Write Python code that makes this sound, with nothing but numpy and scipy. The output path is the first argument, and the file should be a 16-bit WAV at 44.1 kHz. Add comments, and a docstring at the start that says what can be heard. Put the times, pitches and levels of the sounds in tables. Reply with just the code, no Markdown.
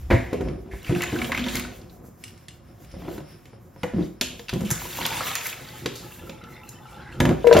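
"""Potatoes in a sink

Hands stir potato pieces in a bowl of water in a steel sink, pour them into a plastic colander and tip them back.
Struck basin, bowl and thin metal ring as damped modes; rims click as short noise bursts.
Water is flickering noise, gliding bubbles and spray; hollows gurgle as resonators and the colander drips.
A phone with two microphone ports hears it from close by in a small kitchen, with echo and background noise."""
import sys
import numpy as np
from scipy import signal
from scipy.fft import rfft, irfft, next_fast_len
from scipy.io import wavfile
from scipy.ndimage import uniform_filter1d

SR = 44100
rng = np.random.default_rng(int(sys.argv[2]) if len(sys.argv) > 2 else 0)


def inscribe(sig):
    """Save sig as 16-bit PCM at rate SR to the path in sys.argv[1].

    A 1-D sig is mono; a 2-D sig holds one channel per row.
    Samples are clipped to [-1, 1] before scaling.
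    """
    pcm = np.round(np.clip(np.atleast_2d(sig).T, -1, 1) * 32767)
    wavfile.write(sys.argv[1], SR, pcm.astype(np.int16))


N = 335160
T = np.arange(N) / SR

# modes of the steel basin, ten lower and then the upper ones: f/Hz, strike gain/dB, t60/s
BASIN = [(59.3, -22, 0.078), (111, -7.5, 0.068), (145, -5, 0.36), (174.4, -1.5, 0.29), (208.7, 1.5, 0.12),
         (253.7, 1, 0.23), (309.4, -4.5, 0.2), (342.2, 2, 0.22), (385.8, -7.5, 0.13), (474, -4, 0.13),
         (530, -3.5, 0.12), (607, -38, 0.15), (682, -8, 0.12), (735.5, -21.5, 0.21), (927, 1.5, 0.02),
         (1185, -19, 0.043), (1390, -8.5, 0.019), (1880, -17, 0.035)]
# spectral balance of the water, for rush and bubbles: f/Hz, level/dB
WATER = [(300, -15), (800, -11.5), (2000, 0.5), (3500, 2), (6000, -4.5), (8500, -1), (11000, 14.5)]


def undb(db):
    """Decibels to an amplitude ratio, 20 dB per decade."""
    return 10 ** (np.asarray(db) / 20)


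def decay(t, t60):
    """Exponential decay: the envelope falls 60 dB in t60 seconds."""
    return undb(-60 * t / t60)


def unit(x):
    """Normalise to an rms of 1."""
    return x / np.sqrt(np.mean(x ** 2))


def curve(table):
    """A (t/s, value/dB) table interpolated linearly over the whole scene."""
    return np.interp(T, *np.transpose(table))


def on_hz(table, hz):
    """A (f/Hz, value) table interpolated on a logarithmic frequency axis."""
    f, v = np.transpose(table)
    return np.interp(np.log(np.maximum(hz, 1)), np.log(f), v)


def shape(x, gain):
    """Linear filtering: multiply the spectrum by a function of frequency."""
    size = next_fast_len(x.shape[-1])
    hz = np.arange(size // 2 + 1) * SR / size
    return irfft(rfft(x, size) * gain(hz), size)[..., :x.shape[-1]]


def band(x, lo_hz, hi_hz):
    """Butterworth band-pass filter."""
    sos = signal.butter(2, [lo_hz, min(hi_hz, .45 * SR)], "bandpass", fs=SR, output="sos")
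    return signal.sosfilt(sos, x)


def mode(x, hz, t60):
    """Damped harmonic oscillator: a pole pair driven by x."""
    pole = np.exp(2j * np.pi * hz / SR - np.log(1000) / (max(t60, .002) * SR))
    return signal.lfilter([0, pole.imag], [1, -2 * pole.real, abs(pole) ** 2], x)


def walk(rate):
    """Band-limited random modulation: levels held 1 / rate s, slewed twice, rms near 1."""
    k = int(SR / rate)
    steps = np.repeat(rng.standard_normal(N // k + 1), k)
    return unit(uniform_filter1d(uniform_filter1d(steps, k), k)[:N])


def add(out, s, x, db):
    """Superposition: place a sound at s seconds with its own peak at db."""
    i = int(s * SR)
    out[i:i + len(x)] += (x * undb(db) / np.abs(x).max())[:N - i]


def grains(rate, spread_db):
    """Shot noise: random impulses, of which a few are much larger than the rest."""
    out, count = np.zeros(N), int(rate * N / SR)
    place = rng.integers(0, N, count)
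    sign = np.sign(rng.standard_normal(count))
    out[place] = sign * undb(spread_db * np.minimum(rng.exponential(size=count), 4))
    return out


def rattle(length_s):
    """Repeated impact: a blow, then quick random bounces that die out around length_s."""
    t = np.arange(SR // 3) / SR
    bounces = rng.standard_normal(len(t)) * (rng.random(len(t)) < .02)
    push = bounces * np.exp(-(t / max(length_s, .002)) ** 3)
    push[0] = 2.56
    return push


def ring(push, modes, tone_hz=470, lean_db=0, detune=0.038):
    """Modal superposition, leaning to tone_hz; grip and water load shift each mode a little each time."""
    out = 0
    for (hz, db, t60), k in zip(modes, 1 + detune * rng.standard_normal(len(modes))):
        lean = lean_db * np.exp(-(np.log2(hz / tone_hz) / 0.14) ** 2)
        out = out + undb(db + lean) * mode(push, hz * k, t60)
    return out


def bubble(hz, cycles, swell=0.94, glide=0.027):
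    """Bubble resonance: it swells, decays over a few cycles and glides up in pitch."""
    n = hz * np.arange(int(5 * cycles / hz * SR)) / SR  # elapsed cycles
    tone = np.sin(2 * np.pi * n * (1 + glide * n / cycles))
    return tone * np.exp(-n / cycles) * np.minimum(n / swell, 1)


def kitchen():
    """Coloured background noise in two independent parts; its treble swells, dips and wavers."""
    # background spectrum: f/Hz, relative spectrum level/dB
    spectrum = [(18, -21), (30, -18), (102, 12), (246, -1.5), (339, -25), (418, -23), (1080, -13.5),
                (2200, -21), (4410, -31.5), (5430, -20.5), (7500, -81), (9750, -18.5), (16500, -120)]
    # slow level of the treble: t/s, gain/dB
    hiss = [(0, 2), (1.9, -2), (2.15, -12), (2.25, 8), (2.55, -9), (2.62, -1), (2.68, 2), (2.8, -15),
            (2.87, 3), (3.55, 3), (3.7, -18), (3.78, 4), (4.18, -3), (4.3, 5), (7.6, 2)]
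    hum = shape(rng.standard_normal((2, N)), lambda hz: undb(on_hz(spectrum, hz)))
    hum *= undb(-48.5) / hum[0].std()  # rms before the treble varies
    treble = shape(hum, lambda hz: 1 / (1 + (1900 / (hz + 1)) ** 4))
    treble_gain = undb(curve(hiss) - 3.5 * walk(19))
    return hum + treble * (treble_gain - 1)


def drag():
    """Stick-slip friction: uneven slips drive the basin modes, damped to a third of their decay time."""
    # rms level of dragging and sloshing: t/s, level/dB
    drag_level = [(0, -53), (.29, -30), (.49, -32), (.7, -37.5), (.91, -42), (1.08, -32.5), (1.44, -35.5),
                  (1.95, -48), (2.77, -51.5), (2.97, -41.5), (3.17, -37), (3.27, -47.5), (3.6, -49.5),
                  (4.49, -47), (4.99, -35.5), (5.61, -43), (7.22, -44.5), (7.3, -14.5), (7.43, -41.5),
                  (7.6, -15)]
    slips = grains(500, 0.89) * undb(3.94 * walk(25))
    body = 0
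    for hz, db, t60 in BASIN[1:]:
        body = body + undb(db) / (1 + (hz / 600) ** 2) * mode(slips, hz, 0.33 * t60)
    return undb(curve(drag_level)) * unit(body)


def slosh():
    """Random excitation of resonators: water slops against the walls and wakes the middle modes."""
    # rms level of the slops: t/s, level/dB
    slosh_level = [(0, -67), (.35, -41), (.8, -63), (1.0, -48.5), (1.6, -39), (1.9, -62.5), (2.8, -60.5),
                   (2.95, -60), (3.1, -35), (3.22, -53), (3.3, -64), (3.7, -65), (4.45, -63), (4.55, -44.5),
                   (4.9, -60), (5.4, -52.5), (5.8, -67), (7.6, -57)]
    slops = sum(unit(mode(grains(300, 2.7), hz, 0.11)) for hz, _, _ in BASIN[7:14])
    return undb(curve(slosh_level)) * unit(slops * undb(3.8 * walk(16)))


def rumbles():
    """Structure-borne noise: the heavy bowl shifts its weight and deep swells pass through the worktop."""
    # swells: centre t/s, level/dB, half-width/s
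    shifts = [(.12, -32, 0.36), (.49, -31, 0.078), (.74, -31, 0.023), (1.45, -37.5, 0.36),
              (2.96, -38, 0.062), (4.02, -48, 0.11), (4.27, -36.5, 0.031), (4.55, -46, 0.028),
              (4.78, -33.5, 0.089), (7.27, -36.5, 0.2), (7.6, -27, 0.094)]
    swells = undb(-55.5)  # level at rest
    for s, db, half_s in shifts:
        swells = swells + undb(db) * np.exp(-((T - s) / half_s) ** 2)
    return swells * unit(band(rng.standard_normal(N), 45.3, 75))


def crowd(flow):
    """Entrained air: many small bubbles of every size; weak flow traps little air."""
    out = np.zeros(N)
    when, pitch, size, length = rng.random((18000, 4)).T
    flow_db = np.interp(when * T[-1], *np.transpose(flow))
    hz = 400 * 2 ** (4.1 * pitch)
    air_db = .5 * np.minimum(flow_db + 39.0, 0)
    size_db = -8.0 - 3.08 * np.log(size + 0.028)  # a few are much louder
    level_db = flow_db + air_db + on_hz(WATER, hz) + size_db
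    for k in np.flatnonzero(flow_db > -58):
        add(out, when[k] * T[-1], bubble(hz[k], 3 + 12 * length[k] ** 2, glide=0.015), level_db[k])
    return out


def rush(gust):
    """Turbulence noise: half-octave steps of noise that flicker band by band on a common gust."""
    out = 0
    for hz in 420 * 2 ** np.arange(0, 4.7, .5):
        flicker_db = 3.9 * gust + 2.7 * walk(25)
        noise = unit(band(rng.standard_normal(N), hz / 1.28, hz * 1.07))
        out = out + undb(on_hz(WATER, hz) + flicker_db) * noise
    return unit(out)


def fine_spray(gust):
    """Droplet shot noise over steady hiss, in bursts; single droplets fade out of weak spray."""
    # top end of the fine spray: t/s, level/dB
    spray_level = [(0.0, -66), (0.32, -65), (0.47, -82), (0.7, -66), (0.87, -57), (1.18, -49.5),
                   (1.52, -51.5), (1.82, -64), (2.2, -66.5), (2.35, -67), (2.8, -70), (2.95, -71),
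                   (2.99, -56), (3.18, -58), (3.27, -68.5), (3.64, -73.5), (4.49, -62), (4.8, -46),
                   (5.21, -39.5), (5.44, -42), (5.65, -56), (6.96, -67), (7.6, -55)]
    spray_db = curve(spray_level)
    droplets = .5 * undb(np.minimum(spray_db + 48, 0)) * unit(grains(400, 8.0))  # full share from -48 dB up
    noise = band(rng.standard_normal(N) + droplets, 6000, 15800)
    bursts = noise * undb(4.0 * gust + 2.5 * walk(30))
    return undb(spray_db + 3) * unit(bursts)  # the whole band lies 3 dB above its top end


def splash():
    """Flow noise: a crowd of bubbles, a turbulent rush and a fine spray that share their gusts."""
    # strength of the splash: t/s, level/dB
    flow = [(0, -61.5), (.3, -47), (.57, -64), (.76, -48.5), (1.06, -34), (1.27, -40.5), (1.36, -37),
            (1.57, -33.5), (1.92, -63.5), (2.15, -78), (2.3, -60), (2.55, -55.5), (2.72, -67), (2.8, -59),
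            (2.9, -55.5), (3.05, -45), (3.2, -46.5), (3.3, -72), (3.47, -56), (3.7, -69), (4.04, -43),
            (4.2, -81), (4.75, -36.5), (4.89, -38.5), (5.04, -30), (5.33, -30.5), (5.61, -42), (6.8, -60.5),
            (6.92, -52), (7.13, -46.5), (7.22, -55), (7.6, -34.5)]
    gust = walk(22.058)
    return crowd(flow) + undb(curve(flow) - 8) * rush(gust) + fine_spray(gust)


def knocks():
    """Impact excitation: each dull knock rattles the basin's modes; harder contact wakes the upper ones."""
    # knocks: t/s, lower modes' peak/dB, favoured tone f/Hz, upper modes minus that peak/dB
    blows = [(0.016, -38, 80.7, -32), (0.103, -14.5, 430, -2.5), (0.111, -4.5, 113, -6),
             (0.33, -13.5, 399, -7.5), (0.408, -17, 407, -11), (0.475, -21, 377, -45),
             (0.736, -30, 372, -3.5), (0.895, -12, 160.5, -12), (0.912, -16, 340, -20),
             (0.961, -18.5, 171, -25), (0.995, -38, 336, 6), (1.129, -18, 298, -9),
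             (1.155, -18.5, 330, -20), (1.296, -31.5, 250, 7.5), (1.396, -25.5, 244, -33),
             (1.465, -25, 237, 0.5), (1.585, -22.5, 234, -13), (1.55, -21, 154, -14),
             (2.94, -30.5, 550, -12), (2.967, -29, 177, -36), (3.021, -33, 316, -1.5), (3.051, -35, 555, 1),
             (3.083, -21.5, 321, -5), (3.18, -28.5, 316, -1.5), (3.205, -29.5, 148, -6),
             (3.532, -40.5, 420, 3), (3.762, -39.5, 420, 2.5), (3.834, -19.5, 207, -0.5),
             (3.937, -15, 204, -30), (3.964, -16.5, 174, -34), (3.984, -15, 320, -34),
             (4.01, -16, 202, -44), (4.035, -23.5, 161, -28), (4.212, -23, 279, 0.5),
             (4.396, -35.5, 480, -1), (4.531, -16, 161, -12.5), (4.559, -17, 207, -23),
             (4.606, -15.5, 166, -10), (4.63, -16.5, 198, -22), (4.715, -16, 140, -28),
             (5.8582, -21.5, 472, -9), (5.859, -21.5, 370, -24), (6.294, -30.5, 189, -2.5),
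             (6.437, -31, 108, -20), (7.093, -31.5, 80.7, -43), (7.204, -7, 154.7, -12),
             (7.252, -11.5, 152, -4.5), (7.549, -6.5, 450, -0.5)]
    out = np.zeros(N)
    for s, db, tone_hz, upper_db in blows:
        rattle_s = 0.052 * 2 ** (db / 10.5)  # weaker knocks settle sooner: half the time per 10.5 dB
        push = rattle(rattle_s)
        add(out, s, ring(push, BASIN[:10], tone_hz, 19.2), db)
        add(out, s, mode(push, tone_hz, 0.052), db - 7.5)  # the damped thing that strikes
        add(out, s, ring(push, BASIN[10:]), db + upper_db)
        clatter = rng.standard_normal(len(push)) * decay(T[:len(push)], 5 * rattle_s)
        add(out, s, band(clatter, 214, 700), db + upper_db - 1.5)  # loose plastic chatters along
    return out


def clicks():
    """Transient noise: rims and plastic give a dry crack, a noisy tail around one centre and a treble edge."""
    # clicks: t/s, crack peak/dB, centre f/Hz, treble minus peak/dB, tail minus peak/dB
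    taps = [(0.104, -30, 1840, -6.5, 13), (0.3309, -27.5, 2350, -5, -11), (0.409, -30.5, 1600, -9, -14),
            (0.485, -32.5, 1640, -16, -25), (0.713, -49.5, 1800, 0.5, 13), (0.8667, -30.5, 2090, -25, 0.5),
            (2.914, -42, 4200, -15, -25), (3.0834, -52, 2450, -13, -3), (3.179, -37, 1920, -5, -29),
            (3.455, -40.5, 2410, -9, -16), (3.8321, -21, 1650, -12.5, -13.5), (4.2111, -9, 2850, -7.5, -15),
            (4.3936, -27.5, 2960, -19, -28.5), (4.4832, -29.5, 2770, -17, 1.5),
            (4.4923, -19.5, 2570, -10.5, -34), (4.5356, -24, 2470, -4, -29), (4.607, -34, 2630, 2.5, -11),
            (4.6502, -38.5, 2600, 7, 7), (4.704, -22, 1420, 6, -33), (4.711, -18.5, 1320, 8.5, -17),
            (5.859, -13.5, 2670, -12, -20.5), (5.9552, -38, 4130, 6, 4.5), (6.295, -28, 2180, -12, -15),
            (6.438, -36, 2530, -20, -17), (6.69, -43.5, 4530, 13, -31), (7.2019, -8.5, 1420, -10, -17.5),
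            (7.2532, -13.5, 1480, -12.5, -30), (7.2901, -19, 1470, -11.5, -30),
            (7.4703, -15.5, 1554, -13, -12), (7.5088, -28, 1440, -19, -7), (7.527, -8.5, 2540, -27, -16),
            (7.536, -19, 3200, -2, -20), (7.5667, -9.5, 1980, -14, -12), (7.5738, -18.5, 3000, -10, -13),
            (7.5877, -18, 1920, -1.5, -13)]
    out, t = np.zeros(N), np.arange(SR // 3) / SR
    crack = np.minimum(t / 0.00079, 1) * decay(t, 0.035)
    tail = decay(t, 0.42)
    for s, db, hz, treble_db, tail_db in taps:
        noise = rng.standard_normal((3, len(t)))
        narrow = band(noise[1] * tail, hz / 1.15, hz * 1.226)
        wide = band(noise[1] * tail, hz / 2.7, hz * 1.45)
        edge = noise[2] * (crack + undb(tail_db) * tail)
        add(out, s, band(noise[0] * crack, hz / 2.54, hz * 1.72), db)
        add(out, s, narrow + 0.19 * wide, db + tail_db)
        add(out, s, band(edge, 6030, 11460), db + treble_db)
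    return out


def trickle():
    """Cavity resonance: drops and slops excite a hollow of bowl, colander or drain; its pitch wanders a little."""
    # gurgles: start t/s, end t/s, f/Hz, level before the swell/dB
    gurgles = [(0.41, 0.825, 379, -42), (0.887, 1.094, 718, -41.5), (1.133, 1.33, 720, -43),
               (1.148, 1.751, 238.4, -31), (4.97, 5.195, 888, -35), (5.206, 5.337, 1177, -38),
               (6.39, 6.53, 1360, -50.5), (6.2, 6.287, 2760, -58), (6.496, 6.637, 2050, -50.5),
               (6.724, 7.184, 842, -50.5), (6.856, 7.213, 1380, -50), (6.96, 7.147, 1580, -48.5),
               (7.022, 7.143, 1960, -53)]
    out, cycles = np.zeros(N), 55  # cycles per 60 dB of decay
    for start, end, hz, db in gurgles:
        span = slice(int(start * SR), int(end * SR))
        swell = np.hanning(len(out[span])) ** 0.32
        hollow = sum(mode(grains(90, 2.1)[span], hz * k, cycles / hz) for k in (.98, 1.02))
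        out[span] += undb(db) * swell * unit(hollow)
    return out


def spray_tick():
    """Short noise burst: the treble tick of bursting water."""
    t = np.arange(SR // 20) / SR
    return band(rng.standard_normal(len(t)) * decay(t, 0.014), 5000, 12800)


def plips():
    """Bubble resonance: single loud bubbles, each with a soft slap of water and a tick of spray."""
    # bubbles that pop in the splash: t/s, bubble peak/dB, f/Hz
    pops = [(0.846, -30.5, 2750), (0.95, -23, 2530), (1.007, -21, 2000), (1.021, -17, 2600),
            (1.04, -23, 2500), (0.96, -25.5, 1500), (1.42, -28, 2500), (1.029, -18.5, 1860),
            (1.037, -20, 1960), (1.161, -23.5, 1460), (1.188, -23, 2560), (1.217, -16, 2090),
            (1.245, -20.5, 2920), (1.319, -12, 1960), (1.348, -16.5, 2060), (1.376, -17, 2330),
            (1.393, -22.5, 3000), (1.44, -20.5, 3180), (1.464, -26, 3400), (1.485, -19, 3300),
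            (1.553, -22, 2120), (1.557, -33, 4960), (1.568, -21.5, 4000), (1.563, -26, 2080),
            (1.597, -23, 2140), (1.649, -30, 1400), (1.815, -43, 4440), (1.835, -50, 2800),
            (1.897, -43.5, 3900), (4.818, -31, 960), (4.822, -40, 1240), (4.853, -28.5, 925),
            (4.971, -32, 3140), (4.987, -20.5, 855), (5.01, -26, 895), (5.053, -13, 3200),
            (5.126, -25, 2310), (5.195, -31, 2930), (5.207, -17, 1216), (5.267, -24, 1210),
            (5.269, -24, 2700), (5.015, -21, 2880), (5.314, -26, 1160), (5.354, -23, 1690),
            (5.414, -23, 2330), (5.456, -23.5, 2000), (5.463, -22, 2150), (5.355, -24, 3500),
            (4.905, -31, 2600), (5.36, -24, 5470), (5.528, -24.5, 2410), (5.687, -34, 4300)]
    # drops that burst on hard rims, tick alone: t/s, peak/dB
    bursts = [(0.83, -37), (1.02, -19), (1.036, -21), (1.555, -16.5), (1.596, -21), (4.972, -24),
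              (5.01, -26), (5.064, -12.5), (5.354, -11.5), (5.415, -32)]
    out, t = np.zeros(N), np.arange(SR // 20) / SR
    slap = np.minimum(t / 0.0019, 1) * decay(t, 0.052)
    for s, db, hz in pops:
        add(out, s, bubble(hz, 4.2, swell=1.1), db)
        add(out, s, band(rng.standard_normal(len(t)) * slap, hz / 2.28, hz * 1.28), db - 3.5)
        add(out, s, spray_tick(), db - 14)
    for s, db in bursts:
        add(out, s, spray_tick(), db)
    return out


def clinks():
    """Plate modes: a hard thing taps thin metal, giving a short tick and a thin ring."""
    # taps: t/s, tick peak/dB, ring minus tick peak/dB
    taps = [(2.2387, -30, -2), (2.2794, -40, -4), (2.377, -48, -8), (2.4833, -33, -9), (2.508, -48, 2),
            (2.8457, -48, -6)]
    # modes of the thin metal: f/Hz, strike gain/dB, t60/s
    metal = [(2390, -9, .06), (2790, -6, .15), (2848, 0, .27), (2905, -4, .2), (3480, -6, .06),
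             (4129, -9, .11), (5055, -9, .19), (5120, -13, .15), (5480, -8, .06), (6148, -12, .12),
             (6207, -10, .13)]
    out, t = np.zeros(N), np.arange(SR // 20) / SR
    for s, db, ring_db in taps:
        tick = rng.standard_normal((2, len(t))) * decay(t, 0.04)
        add(out, s, band(tick[0], 1740, 4400), db)
        add(out, s, band(tick[1], 7400, 10050), db + 1)
        add(out, s, ring(rattle(0.0013), metal, detune=0.003), db + ring_db)
    return out


def drips():
    """Random impacts: the colander drains, drops wake modes of the steel and some trap a bubble in a puddle."""
    # wet basin under the drips: f/Hz, relative rms level/dB, t60/s
    drip_modes = [(854, -0.5, 0.15), (1330, 2.5, 0.092), (1960, -9, 0.046), (2710, -0.5, 0.026),
                  (3570, -8.5, 0.062), (4100, -8.5, 0.057)]
    start_s, end_s, drops_per_s = 5.65, 7.2, 60
    # each spot wakes another mode, so every mode has its own drops
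    steel = sum(undb(db) * unit(mode(grains(drops_per_s, 5.8), hz, t60)) for hz, db, t60 in drip_modes)
    gate = uniform_filter1d(1. * (T > start_s) * (T < end_s), SR // 10)
    out = undb(-55) * unit(steel) * gate
    for when, pitch, size, length in rng.random((120, 4)):
        drop = bubble(800 * 2 ** (2.4 * pitch), 14 + 22 * length, glide=0.008)
        add(out, start_s + when * (end_s - start_s), drop, -53.5 - 2.5 * np.log(size + 0.06))
    return out


def landings():
    """Soft impact on a resonator: potato pieces ring the empty bowl, and the next to land stops each ring."""
    # landings: t/s, peak/dB, favoured tone f/Hz
    pieces = [(7.444, -7.5, 484), (7.469, -2.5, 474), (7.495, -9.5, 475), (7.512, 0.5, 420),
              (7.527, -4, 560), (7.565, -1.5, 613), (7.583, -3, 590)]
    # modes of the bowl: f/Hz, strike gain/dB, t60/s
    bowl_modes = [(321, -34, 0.27), (475.5, 6, 0.99), (513, -16, 0.26), (590, -1, 0.16), (626, 0, 0.11),
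                  (964, -1.5, 0.14), (1350, -34, 0.091), (1550, -10, 0.06), (2010, -24, 0.042)]
    out = np.zeros(N)
    soft = int(0.0004 * SR)  # a potato pushes the bowl for 0.4 ms
    stops = [row[0] for row in pieces[1:]] + [T[-1]]
    for (s, db, tone_hz), next_s in zip(pieces, stops):
        push = uniform_filter1d(np.roll(rattle(.002), soft), soft)
        bowl = ring(push, bowl_modes, tone_hz, 12, detune=.003)
        late_s = np.maximum(s + T[:len(bowl)] - next_s, 0)
        add(out, s, band(bowl, 370, 6000) * undb(-2500 * late_s), db)  # stopped at 2500 dB/s
    return out


def room(x):
    """Reverberation by convolution: three echoes of basin and walls take turns as the hands move.

    Returns the sound with its echo, and an unrelated echo that differs between the ports."""
    # reverberation time: f/Hz, t60/s
    echo_t60 = [(60, 0.27), (500, 0.44), (3000, 0.46), (16000, 0.27)]
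    t, out = np.arange(SR // 3) / SR, 0
    for place in range(3):
        echo = 0
        for hz in 60 * 2. ** np.arange(9):
            octave = band(rng.standard_normal((2, len(t))), hz / 2 ** .5, hz * 2 ** .5)
            echo = echo + octave * decay(t, on_hz(echo_t60, hz))
        echo *= np.minimum(t / 0.00034, 1) / np.sqrt(np.sum(echo[0] ** 2))
        share = np.cos(np.pi * (T / 1.126 + place / 3)) ** 2 / 2.5
        out = out + signal.fftconvolve((x * share)[None], echo, axes=1)[:, :N]
    return x + undb(-0.5) * out[0], out[1]


def bowl_apart(bowl):
    """Interaural-style cues: the bowl's main mode is louder on the left, the next ones lead there in phase."""
    left_db, lead = 10, .6  # level ratio left to right; quadrature share

    def near(hz, centre_hz):
        return np.exp(-(np.log2((hz + 1) / centre_hz) / 0.27) ** 2)

    half_difference = np.tanh(np.log(undb(left_db)) / 2)
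    return shape(bowl, lambda hz: half_difference * near(hz, 480) + lead * 1j * near(hz, 700))


def scene():
    """Superposition of all sources: a sum common to both ports, and a part of opposite sign at each."""
    # sound unlike at the two ports: f/Hz, gain/dB
    unlike = [(30, -11), (130, -13), (330, -6.5), (640, 3), (1410, -6), (2300, -51), (3100, -9),
              (5000, -8.5), (6800, 7), (9000, -16.5), (12000, -13)]
    hum = kitchen()
    water = splash() + trickle() + plips() + drips()
    solids = drag() + slosh() + rumbles() + knocks() + clicks() + clinks()
    bowl = landings()
    bowl_send = undb(-9)  # the near bowl stirs less echo
    both, apart = room(solids + water + bowl_send * bowl)
    apart = shape(apart + hum[1], lambda hz: undb(on_hz(unlike, hz))) + bowl_apart(bowl)
    return both + (1 - bowl_send) * bowl + hum[0] + apart * np.array([[1], [-1]])


def record(dry):
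    """Transducer response: the body shifts phase between ports, capsules lose deep bass and top, peaks clip."""
    # capsule response: f/Hz, gain/dB
    capsule = [(25, -32), (45, -4), (13500, 1), (16000, -3.5)]
    # phase by which the left port leads: f/Hz, phase/rad
    port_lead = [(30, 0), (860, .3), (1640, 0), (5250, .1), (6800, -.8), (7670, -2.4), (8350, -3.0),
                 (9560, -3.3), (11600, -5.2), (12400, -6.2), (16000, -6.3)]
    side = np.array([[1], [-1]])
    ports = shape(dry, lambda hz: undb(on_hz(capsule, hz)) * np.exp(.5j * on_hz(port_lead, hz) * side))
    low_pass = signal.ellip(8, .2, 70, 16000, fs=SR, output="sos")  # nothing much above 16 kHz
    return signal.sosfilt(low_pass, np.clip(ports, -1, 1))


dry = scene()
out = record(dry)
inscribe(out)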